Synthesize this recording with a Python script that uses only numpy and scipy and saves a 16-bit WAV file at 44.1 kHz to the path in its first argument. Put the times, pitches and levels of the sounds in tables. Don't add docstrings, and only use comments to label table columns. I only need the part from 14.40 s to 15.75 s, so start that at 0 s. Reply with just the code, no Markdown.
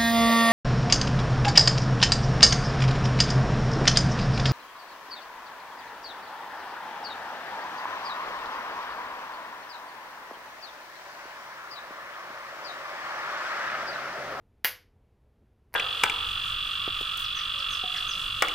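import sys
import numpy as np
from scipy import signal
from scipy.fft import rfft, irfft, next_fast_len
from scipy.io import wavfile

SR = 44100
rng = np.random.default_rng(int(sys.argv[2]) if len(sys.argv) > 2 else 0)


def digitize_waveform(pressure):
    field = np.atleast_2d(pressure).T
    bounded = np.clip(field, -1, 1)
    quanta = np.round(bounded * 32767).astype(np.int16)
    wavfile.write(sys.argv[1], SR, quanta)


N = 59535

# (start [s], relative level [dB], treble lift [dB], nominal burst t60 [s])
COCKING_CONTACTS = [(.2422, -25, 6.5, .009), (.2457, -8.5, -2.5, 0.0019), (.2463, 2, 0.5, 0.0024),
                    (.2473, -7, 3, 0.0057), (.2502, -3, -11.5, 0.0062), (.2526, -10.5, 0.5, 0.0038),
                    (.2533, -2, -0.5, 0.0072), (.2555, -10.5, -1, 0.0052), (.2570, -8, -8, 0.0089),
                    (.2580, -8, 0, .003)]
# (start [s], relative level [dB], treble lift [dB], nominal burst t60 [s])
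FALL_CONTACTS = [(1.3256, -32.5, -29, 0.0055), (1.3317, -46, 19, 0.0032), (1.3372, -41, -3, 0.011),
                 (1.3400, -26.5, 24, 0.0015), (1.3405, -8.5, -2.5, 0.0016), (1.3438, -18, 8.5, 0.0013)]
# (frequency [Hz], relative density [dB per Hz])
COCKING_COLOUR = [(60, -35), (170, -18), (420, -14), (900, -4.5), (1220, -7), (1500, 0.5), (2150, 3),
                  (2630, -5), (3000, -0.5), (3700, -8), (4800, -6), (6400, -15), (8200, -27), (9700, -19.5),
                  (11000, -7), (12300, -3), (15300, -8.5), (16500, -26.5)]
# (frequency [Hz], relative density [dB per Hz])
FALL_COLOUR = [(60, -32), (400, -13.5), (750, -5.5), (1000, 2.5), (1300, -10.5), (1950, -2.5), (2500, -7.5),
               (3400, -16), (4500, -6), (6100, -15), (7400, -27.5), (9600, -22.5), (10700, -11),
               (14400, -14), (15500, -29)]
# (frequency [Hz], relative level [dB], t60 [s])
STEEL_MODES = [(945, -10, .14), (1030, -7, .08), (1484, -5, .22), (1680, -7, .18), (1926, -4, .19),
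               (2245, -1, .21), (2440, -7, .2), (2780, -9, .22), (2852, -4, .2), (4757, -7, .21),
               (11965, -5, .19), (12103, -2, .18), (12708, -10, .16), (14040, -11, .14)]
# (band centre [Hz], relative level [dB], t60 [s])
ROOM_BANDS = [(150, -7.5, .26), (330, -4, .3), (500, 2, .3), (755, -8.5, 0.33), (1100, -2, .27),
              (1600, -4.5, 0.29), (2700, -1.5, .275), (5000, -0.5, .28), (8033, 3, 0.25), (12000, 3, .2),
              (15500, -5.5, .135)]
# (frequency [Hz], level [dB])
ROOM_WIDTH = [(100, -58.5), (500, -39.5), (2000, -44), (5000, -37.5), (12000, -26.5)]
# (middle [s], width at 1/e [s], noise level before the envelope [dB], centre frequency [Hz])
GRIP_RUBS = [(.58, .2, -78.5, 551.6), (.87, .08, -75, 444.3), (1.019, 0.058, -68, 190),
             (1.025, 0.015, -70.5, 601.9)]
# (frequency [Hz], relative density [dB per Hz])
AIR_COLOUR = [(15, -14.5), (30, -12), (60, -0.5), (85, -3), (125, -7), (155, -17.5), (190, -13),
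              (310, -20.5), (440, -17), (560, -25), (800, -27), (1250, -33.5), (2500, -39), (5000, -48.5),
              (8500, -54), (12500, -50), (15000, -68)]

CRACK_DB, COCK_RING_DB, FALL_RING_DB = 6.5, -37, -38
CHATTER_DB, CHATTER_T60_S = -2, 0.019
TREBLE_HZ = 5100
ROOM_DB, ROOM_BUILD_S = 6, 0.0031
ROOM_MODE_HZ, ROOM_MODE_DB, ROOM_MODE_T60_S = 501, -52.5, .4
RUB_WIDTH_OCT = 0.6
AIR_DB = -63.5
TREBLE_LEFT_DB = 2.7
CEILING, TOP_HZ = .55, 16000

T = np.arange(N) / SR
HALF = next_fast_len(N)
HZ = np.arange(HALF + 1) * SR / (2 * HALF)


def click(contacts, colour, ring_db):
    body_db = curve(*np.array(colour).T)
    out = np.zeros(N)
    for start, db, lift_db, t60 in contacts:
        push = contact(t60) + undb(CHATTER_DB) * contact(CHATTER_T60_S)
        colour_filter = causal(body_db + lift_db * treble(HZ))
        crack = wave(spectrum(push) * colour_filter)
        first = min(int(start * SR), N - 1)
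        out[first:] += undb(CRACK_DB + db) * crack[:N - first]
    for hz, db, t60 in STEEL_MODES:
        envelope = pile_up(contacts, hz, dying(t60))
        tone = np.sin(2 * np.pi * (hz * T + rng.random()))
        out += undb(ring_db + db) * envelope * tone
    return out


def contact(t60, size=1024):
    fade = undb(-60 * T[:size] / max(t60, .0005))
    burst = rng.standard_normal(size) * fade
    for _ in range(4):
        flat = irfft(np.exp(1j * np.angle(rfft(burst))))
        burst = flat * np.sqrt(fade)
    return burst / np.linalg.norm(burst)


def treble(hz):
    return hz ** 2 / (hz ** 2 + TREBLE_HZ ** 2)


def pile_up(contacts, hz, fade):
    power = np.zeros(N)
    for start, db, lift_db, _ in contacts:
        first = min(int(start * SR), N - 1)
        gain = undb(db + lift_db * treble(hz))
        power[first:] += (gain * fade[:N - first]) ** 2
    return np.sqrt(power)


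def dying(t60):
    return np.exp(-np.log(1000) * T / t60)


def room(contacts, colour):
    build = 1 - np.exp(-T / ROOM_BUILD_S)
    noise = spectrum(rng.standard_normal((2, N))) * undb(curve(*np.array(colour).T))
    noise[1] *= undb(curve(*np.array(ROOM_WIDTH).T))
    centres = np.array(ROOM_BANDS)[:, 0]
    mid_side = np.zeros((2, N))
    for band, (hz, db, t60) in zip(np.eye(len(ROOM_BANDS)), ROOM_BANDS):
        fade = build * dying(t60)
        envelope = pile_up(contacts, hz, fade / np.linalg.norm(fade))
        band_noise = wave(noise * curve(centres, band))
        mid_side += undb(ROOM_DB + db) * band_noise * envelope
    hollow = pile_up(contacts, ROOM_MODE_HZ, build * dying(ROOM_MODE_T60_S))
    mid_side[0] += undb(ROOM_MODE_DB) * hollow * np.sin(2 * np.pi * ROOM_MODE_HZ * T)
    return mid_side


def fingers():
    out = np.zeros(N)
    for middle, length, db, hz in GRIP_RUBS:
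        octaves = np.log2((HZ + 1) / hz)
        bell = np.exp(-.5 * (octaves / RUB_WIDTH_OCT) ** 2)
        rub = wave(spectrum(rng.standard_normal(N)) * bell)
        envelope = np.exp(-(2 * (T - middle) / length) ** 2)
        out += undb(db) * rub / np.std(rub) * envelope
    return out


def air():
    noise = rfft(rng.standard_normal(2 * HALF))
    x = wave(noise * undb(curve(*np.array(AIR_COLOUR).T)))
    return undb(AIR_DB) * x / np.std(x)


def undb(db):
    return 10 ** (np.asarray(db) / 20)


def spectrum(x):
    return rfft(x, 2 * HALF)


def wave(s):
    return irfft(s, 2 * HALF)[..., :N]


def curve(hz, values):
    return np.interp(np.log(HZ + 1), np.log(hz), values)


def causal(db):
    cepstrum = irfft(np.log(undb(db)))
    cepstrum[1:HALF] *= 2
    cepstrum[HALF + 1:] = 0
    return np.exp(rfft(cepstrum))


def scene():
    gun = click(COCKING_CONTACTS, COCKING_COLOUR, COCK_RING_DB)
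    gun += click(FALL_CONTACTS, FALL_COLOUR, FALL_RING_DB)
    tail, side = room(COCKING_CONTACTS, COCKING_COLOUR) + room(FALL_CONTACTS, FALL_COLOUR)
    mid = spectrum(gun + tail + fingers() + air())
    lean_db = TREBLE_LEFT_DB * np.clip((HZ - 10000) / 4000, 0, 1)
    left_right = wave(mid * undb(np.array([lean_db, -lean_db]) / 2))
    return left_right + np.array([side, -side])


def record(dry):
    rounded = CEILING * np.tanh(dry / CEILING)
    low_pass = signal.ellip(8, .2, 70, TOP_HZ, fs=SR, output="sos")
    return signal.sosfilt(low_pass, rounded)


dry = scene()
out = record(dry)
digitize_waveform(out)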